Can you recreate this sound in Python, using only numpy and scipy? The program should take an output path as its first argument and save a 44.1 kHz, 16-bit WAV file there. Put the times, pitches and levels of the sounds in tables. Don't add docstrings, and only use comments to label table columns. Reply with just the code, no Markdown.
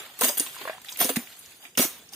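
import sys
import numpy as np
from scipy import signal
from scipy.fft import rfft, irfft, next_fast_len
from scipy.io import wavfile
from scipy.ndimage import uniform_filter1d

SR = 44100
rng = np.random.default_rng(int(sys.argv[2]) if len(sys.argv) > 2 else 0)


def int16_out(signal):
    q = np.round(np.clip(np.atleast_2d(signal).T, -1, 1) * 32767)
    wavfile.write(sys.argv[1], SR, q.astype(np.int16))


def gain_from_decibels(decibels):
    exponent = np.asarray(decibels, float) / 20
    return 10 ** exponent


N = 94815


def level(x):
    return x / np.sqrt(np.mean(x ** 2))


def shape(points, size):
    p = np.array(points, float)
    hz = np.arange(size // 2 + 1) * SR / size
    return np.interp(np.log(hz + 1), np.log(p[:, 0]), p[:, 1])


def colour(x, points):
    cepstrum = irfft(shape(points, size=4096) * np.log(10) / 20)
    cepstrum[1:2048] *= 2
    cepstrum[2049:] = 0
    return signal.fftconvolve(x, irfft(np.exp(rfft(cepstrum))))[:N]


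def ring(x, hz, width_hz):
    hz = min(hz, 0.45 * SR)
    b, a = signal.iirpeak(hz, hz / width_hz, fs=SR)
    return signal.lfilter(b, a, x)


def fade(t, t60):
    return gain_from_decibels(-60 * np.maximum(t, 0) / max(t60, 0.003))


def add(out, at, x):
    i = int(at * SR)
    out[i:i + len(x)] += x[:N - i]


def walk(rate):
    hold = int(SR / rate)
    steps = np.repeat(rng.standard_normal(N // hold + 1), hold)
    return 1.26 * uniform_filter1d(uniform_filter1d(steps, hold), hold)[:N]


STREAK_DB = 6.5


def crackle(spread_db, patchy_db, mottle_db, size):
    click_db = spread_db * rng.exponential(size=N) + patchy_db * walk(300)
    x = rng.standard_normal(N) * gain_from_decibels(click_db)
    for frame, db in ((4 * size, STREAK_DB), (size, mottle_db)):
        hz, _, z = signal.stft(x, SR, nperseg=frame)
        field = uniform_filter1d(rng.standard_normal(z.shape), size=2, axis=1)
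        field = uniform_filter1d(field, size=2, axis=0)
        treble = np.clip(hz / 5000, 0.4, 1)[:, None]
        z = z * gain_from_decibels(db * treble * field / field.std())
        x = signal.istft(z, nperseg=frame)[1][:N]
    return level(x)


# frequency [Hz], density [dB per Hz].
FOREST_COLOUR = [(15, -62), (25, 17.5), (277, 7.5), (1480, -4), (3430, 0.5), (5570, -5.5), (6560, -1.5),
                 (12200, -7.5), (16000, -13)]
FOREST_DB = -53


def forest():
    hush = level(colour(crackle(0.11, 0.4, 2.7, size=256), FOREST_COLOUR))
    return hush * gain_from_decibels(FOREST_DB - 3 + 1.1 * walk(12.1))


# time [s], level [dB], brightness [dB].
RUSTLE_COURSE = [(0, -40, -5), (0.039, -46, -4.5), (0.171, -52, -0.5), (0.201, -48, 11), (.45, -48.5, -0.5),
                 (.62, -42.5, -1), (.72, -45.5, -3.5), (.82, -59.5, -5), (.9, -49.5, 8), (.96, -52, 7.5),
                 (1.22, -53.5, -29), (1.3, -53.5, 2.5), (1.47, -55, 7), (1.598, -61, 3),
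                 (1.651, -46.5, 0.5), (1.74, -76, 5), (1.95, -51.5, -3), (2.079, -60.5, -11)]
# frequency [Hz], density [dB per Hz].
LEAF_COLOUR = [(59, -45), (100, -54), (239, -8.5), (736, 0), (3470, 1), (5900, -15), (6560, -8.5),
               (14700, -9.5), (16000, -14.5)]
LEAF_DB = 1


def leaves():
    time, stir_db, bright_db = np.array(RUSTLE_COURSE).T
    t = np.arange(N) / SR
    x = level(colour(crackle(1.0, 1.36, 2.4, size=256), LEAF_COLOUR))
    tilt_db = np.interp(t, time, bright_db)

    def part(hz, kind):
        sos = signal.butter(3, hz, kind, fs=SR, output="sos")
        return signal.sosfilt(sos, x) * gain_from_decibels(1.32 * walk(30.37))

    woody = part(880, "low") * gain_from_decibels(1 - 0.32 * tilt_db)
    dull = part([1300, 5000], "band")
    bright = part(5030, "high") * gain_from_decibels(tilt_db)
    return (woody + dull + bright) * gain_from_decibels(LEAF_DB + np.interp(t, time, stir_db))


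# start [s], peak level [dB], pitch [Hz], t60 [s].
SNAP_EVENTS = [(0.1893, -19, 12000, .012), (0.2103, -6.5, 10150, 0.008), (.241, -5.5, 8700, 0.02),
               (.246, -4.5, 8700, 0.034), (.290, -10.5, 4930, 0.016), (0.2953, -15, 6540, 0.012),
               (.3765, -9, 11800, 0.013), (0.3817, -6, 13000, 0.0097), (0.398, 0, 8260, 0.0054),
               (0.4016, -10.5, 7100, .015), (0.4013, -13, 9450, 0.0073), (0.4047, -15, 8750, 0.016),
               (.470, -26, 2940, 0.042), (0.614, -29.5, 3370, 0.057), (0.6754, -24, 1780, 0.081),
               (0.6956, -24, 1660, 0.034), (0.8457, -32.5, 8000, .012), (0.8846, -23, 3290, 0.029),
               (1.045, -8.5, 9000, 0.0086), (0.9717, -19, 11500, 0.011), (1.011, -7.5, 10000, 0.036),
               (1.2715, -31.5, 2360, 0.019), (1.324, -36.5, 3500, 0.084), (1.39, -29.5, 10800, 0.069),
               (1.651, -30.5, 2450, 0.028), (1.752, -32.5, 2850, 0.014), (1.779, -12.5, 2540, 0.016),
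               (1.788, -3, 10500, 0.008), (2.089, -34, 5900, 0.027), (.462, -26, 2970, .03),
               (.495, -32, 3040, 0.011), (.528, -34.5, 3470, 0.011), (.73, -32, 2030, 0.025),
               (.846, -33.5, 1800, 0.014), (.858, -33.5, 3600, 0.058), (.891, -21.5, 3360, 0.026),
               (.8965, -28, 13000, .01), (.918, -28, 11000, .008), (.9235, -25, 5800, 0.027),
               (.959, -28, 2730, 0.02), (.9894, -12, 12000, .012), (.9905, -25, 2230, 0.0073),
               (1.46, -31, 6360, 0.013), (1.509, -38, 9600, 0.013), (1.518, -40, 2600, 0.035),
               (1.625, -40, 2870, .03), (1.159, -22.5, 2200, .04), (1.166, -18, 2000, .025),
               (2.134, -28.5, 4840, .02), (2.122, -35, 6000, .012)]
SNAP_DB, SNAP_ATTACK_S = -4.5, 0.00056
SNAP_WIDTH = 0.46


def snaps():
    out, t = np.zeros(N), np.arange(SR // 10) / SR
    for at, db, hz, t60 in SNAP_EVENTS:
        attack = np.minimum(t / SNAP_ATTACK_S, 1)
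        burst = rng.standard_normal(len(t)) * attack * fade(t, t60)
        x = ring(ring(burst, hz, SNAP_WIDTH * hz), hz, SNAP_WIDTH * hz)
        add(out, at, gain_from_decibels(db + SNAP_DB) * x / np.abs(x).max())
    return out


# start [s], peak level [dB], hold [s], t60 [s].
CUT_EVENTS = [(0.191, -23.5, 0.0017, 0.067), (0.2089, -12, 0.023, 0.18), (0.233, -7.5, 0.005, 0.29),
              (0.282, -12.5, 0.0075, 0.039), (0.371, -15.5, 0.0021, 0.15), (0.393, -18, 0.0029, 0.33),
              (.885, -35, 0.0032, 0.048), (0.916, -31.5, 0.006, 0.052), (0.973, -23.5, 0.0019, 0.026),
              (0.9913, -16.5, .011, 0.22), (.981, -25.5, 0.0076, .05), (.8155, -32, .003, 0.027),
              (0.845, -31, .003, .03), (.8965, -32, 0.0026, .03), (1.75, -35, 0.0027, .02),
              (1.001, -9, 0.011, 0.33), (1.02, -16, 0.0046, 0.16), (1.0902, -10, 0.0046, 0.077),
              (1.1578, -13.5, 0.011, 0.027), (1.773, -8, 0.014, 0.18), (1.79, -10, 0.015, 0.25),
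              (1.815, -12, 0.033, 0.075), (2.123, -34.5, 0.0072, .1), (2.133, -28.5, 0.017, .15)]
# frequency [Hz], density [dB per Hz].
TEAR_COLOUR = [(100, -39), (260, -3), (1000, -6), (3000, -4), (5000, -9.5), (6500, -7.5), (9000, -11),
               (14500, -3), (16000, -12.5)]
# frequency [Hz], width [Hz], level [dB].
BLADE_MODES = [(6560, 164, 7), (7650, 120, -19), (8860, 370, 12.5), (9800, 500, 5.5), (12000, 53, -17),
               (14000, 180, 4), (14800, 97, -11), (15400, 30, -11)]
CUT_DB, CUT_ATTACK_S, BLADE_DB = -13.5, 0.0016, -8.5
SHED_DB, SHED_T60_S = -16, 0.55


def cuts():
    power, t = np.zeros(N), np.arange(SR // 2) / SR
    attack = np.minimum(t / CUT_ATTACK_S, 1)
    debris = gain_from_decibels(SHED_DB) * fade(t, SHED_T60_S)
    for at, db, hold, t60 in CUT_EVENTS:
        body = fade(t - hold, t60) ** 2 + debris ** 2
        add(power, at, gain_from_decibels(db + CUT_DB) ** 2 * attack ** 2 * body)
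    tear = crackle(0.48, 0.65, 2.83, size=256)
    steel = sum(gain_from_decibels(db) * ring(tear, hz, width) for hz, width, db in BLADE_MODES)
    return np.sqrt(power) * (level(colour(tear, TEAR_COLOUR)) + gain_from_decibels(BLADE_DB) * level(steel))


# start [s], peak level [dB], pitch [Hz], t60 [s].
KNOCK_EVENTS = [(0.194, -36.5, 1150, 0.026), (0.2115, -19, 489, 0.1), (0.219, -13.5, 1034, 0.037),
                (.232, -22.5, 253, 0.15), (.243, -17.5, 1070, 0.022), (.252, -20.5, 650, 0.022),
                (.293, -23.5, 593, 0.09), (.401, -26, 304, 0.06), (.565, -32, 1056, 0.033),
                (0.615, -31.5, 867, 0.043), (0.6529, -26, 527, 0.046), (0.6743, -25.5, 651, 0.061),
                (0.6961, -20.5, 646, 0.04), (.731, -38.5, 754, 0.17), (0.781, -35.5, 1013, 0.02),
                (.922, -37, 1000, 0.027), (.992, -38, 636, 0.17), (1.011, -16, 725, 0.05),
                (1.049, -23.5, 258.4, 0.08), (1.047, -23, 522, 0.077), (1.0931, -15.5, 691, 0.02),
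                (1.096, -26, 272, 0.14), (1.169, -15, 235, 0.044), (1.014, -29, 218, 0.04),
                (1.778, -18.5, 1495, 0.036), (1.793, -15, 256.7, 0.078), (1.793, -16, 550, 0.05),
                (1.839, -24, 680, 0.039), (1.85, -27, 312, 0.031), (2.126, -41.5, 824, 0.038),
                (.464, -45, 262, .08), (.464, -34, 1074, .04), (0.546, -36.5, 1540, 0.025),
                (0.591, -40, 990, 0.031), (.612, -37, 387, 0.069), (.632, -40.5, 284, 0.063),
                (.652, -26.5, 1094, 0.034), (.675, -23.5, 1000, 0.022), (.748, -38, 746, 0.034),
                (0.869, -47, 790, .03), (1.014, -19, 1090, 0.026), (1.028, -22.5, 678, .04),
                (1.09, -30, 1420, 0.033), (1.101, -22, 497, 0.056), (1.655, -53, 285, 0.046),
                (1.777, -22, 279, 0.057), (1.777, -26, 523, .04), (1.803, -24, 388, 0.037),
                (1.817, -22, 720, 0.033), (1.187, -30, 263, 0.073)]
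# ratio
# to the main mode, level [dB].
STEM_MODES = [(.8, -24), (1.3, -8), (1.6, -5), (2, -8), (2.5, -9), (3.1, -10), (4, -13)]
KNOCK_DB, KNOCK_PUSH_S = -2, 0.0062


def knocks():
    out, t = np.zeros(N), np.arange(SR // 4) / SR
    for at, db, hz, t60 in KNOCK_EVENTS:
        def mode(ratio):
            onset = np.minimum(t * hz * 1.5, 1)
            return fade(t, t60 / max(ratio, 1)) * onset * np.sin(2 * np.pi * hz * ratio * t)

        push = rng.standard_normal(len(t)) * fade(t, KNOCK_PUSH_S) / np.sqrt(KNOCK_PUSH_S * SR / 14)
        rest = sum(gain_from_decibels(g) * mode(r * (1 + 0.075 * rng.standard_normal())) for r, g in STEM_MODES)
        rough = signal.fftconvolve(rest, push)[:len(t)]
        x = mode(0.99) + 0.63 * rest + 0.6 * rough
        add(out, at, gain_from_decibels(db + KNOCK_DB) * x / np.abs(x).max())
    return out


def scatter(x, t60):
    t = np.arange(SR // 2) / SR
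    h = rng.standard_normal(len(t)) * fade(t, t60)
    return signal.fftconvolve(x, h / np.sqrt(np.sum(h ** 2)))[:N]


# frequency [Hz], side minus mid [dB].
STEREO_WIDTH = [(40, -3), (90, -11), (180, -28), (450, -14), (1400, -3), (3000, 0), (6000, -2),
                (14000, -6.5)]
# frequency [Hz], left minus right [dB].
STEREO_LEAN = [(1300, 0), (2400, -2), (4400, -2), (8000, .5), (14000, -2)]
ECHO_DB, ECHO_T60_S, STEM_ECHO_DB = -7, 0.24, -12
SPREAD_T60_S = 0.026


def scene():
    splinters, stem, blade = snaps(), knocks(), cuts()
    echo = gain_from_decibels(ECHO_DB) * scatter(blade + splinters + gain_from_decibels(STEM_ECHO_DB) * stem, ECHO_T60_S)
    mid = forest() + leaves() + splinters + blade + stem + echo
    stem_side = signal.hilbert(stem).imag
    side = forest() + leaves() + scatter(splinters, SPREAD_T60_S) + cuts() + stem_side
    size = 2 * next_fast_len(N // 2 + 1)
    side = irfft(rfft(side, size) * gain_from_decibels(shape(STEREO_WIDTH, size=size)))[:N]
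    lean = gain_from_decibels(shape(STEREO_LEAN, size=size) / 2)
    pair = rfft(np.array([mid + side, mid - side]), size)
    return irfft(pair * np.array([lean, 1 / lean]))[:, :N]


# centre [Hz], share of time silent.
SILENT_BANDS = [(4300, .2), (5550, .55), (7500, .5), (8300, .2), (9500, .1), (10400, .35), (10900, .15),
                (11400, .6), (13300, .12), (14200, .15)]


def dropouts(x):
    hz, t, z = signal.stft(x, SR, nperseg=512)
    at = np.minimum((t * SR).astype(int), N - 1)
    for centre_hz, share in SILENT_BANDS:
        luck, drift = walk(20)[at], walk(8)[at]
        band = np.abs(hz[:, None] - centre_hz * (1 + 0.012 * drift)) < 230
        silent = band & (luck < np.quantile(luck, share))
        z = z * np.where(silent, gain_from_decibels(-45), 1)
    return signal.istft(z, nperseg=512)[1][:, :N]


def band_limit(x):
    return signal.sosfilt(signal.butter(12, 16000, fs=SR, output="sos"), x)


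MIC_LOW_HZ, TOP_HZ = 115.5, 15350


def record(dry):
    low_cut = signal.butter(2, MIC_LOW_HZ, "high", fs=SR, output="sos")
    top_cut = signal.ellip(8, 0.2, 70, TOP_HZ, fs=SR, output="sos")
    x = signal.sosfilt(low_cut, dropouts(dry))
    x = signal.sosfilt(top_cut, x)
    return band_limit(x)


dry = scene()
out = record(dry)
int16_out(out)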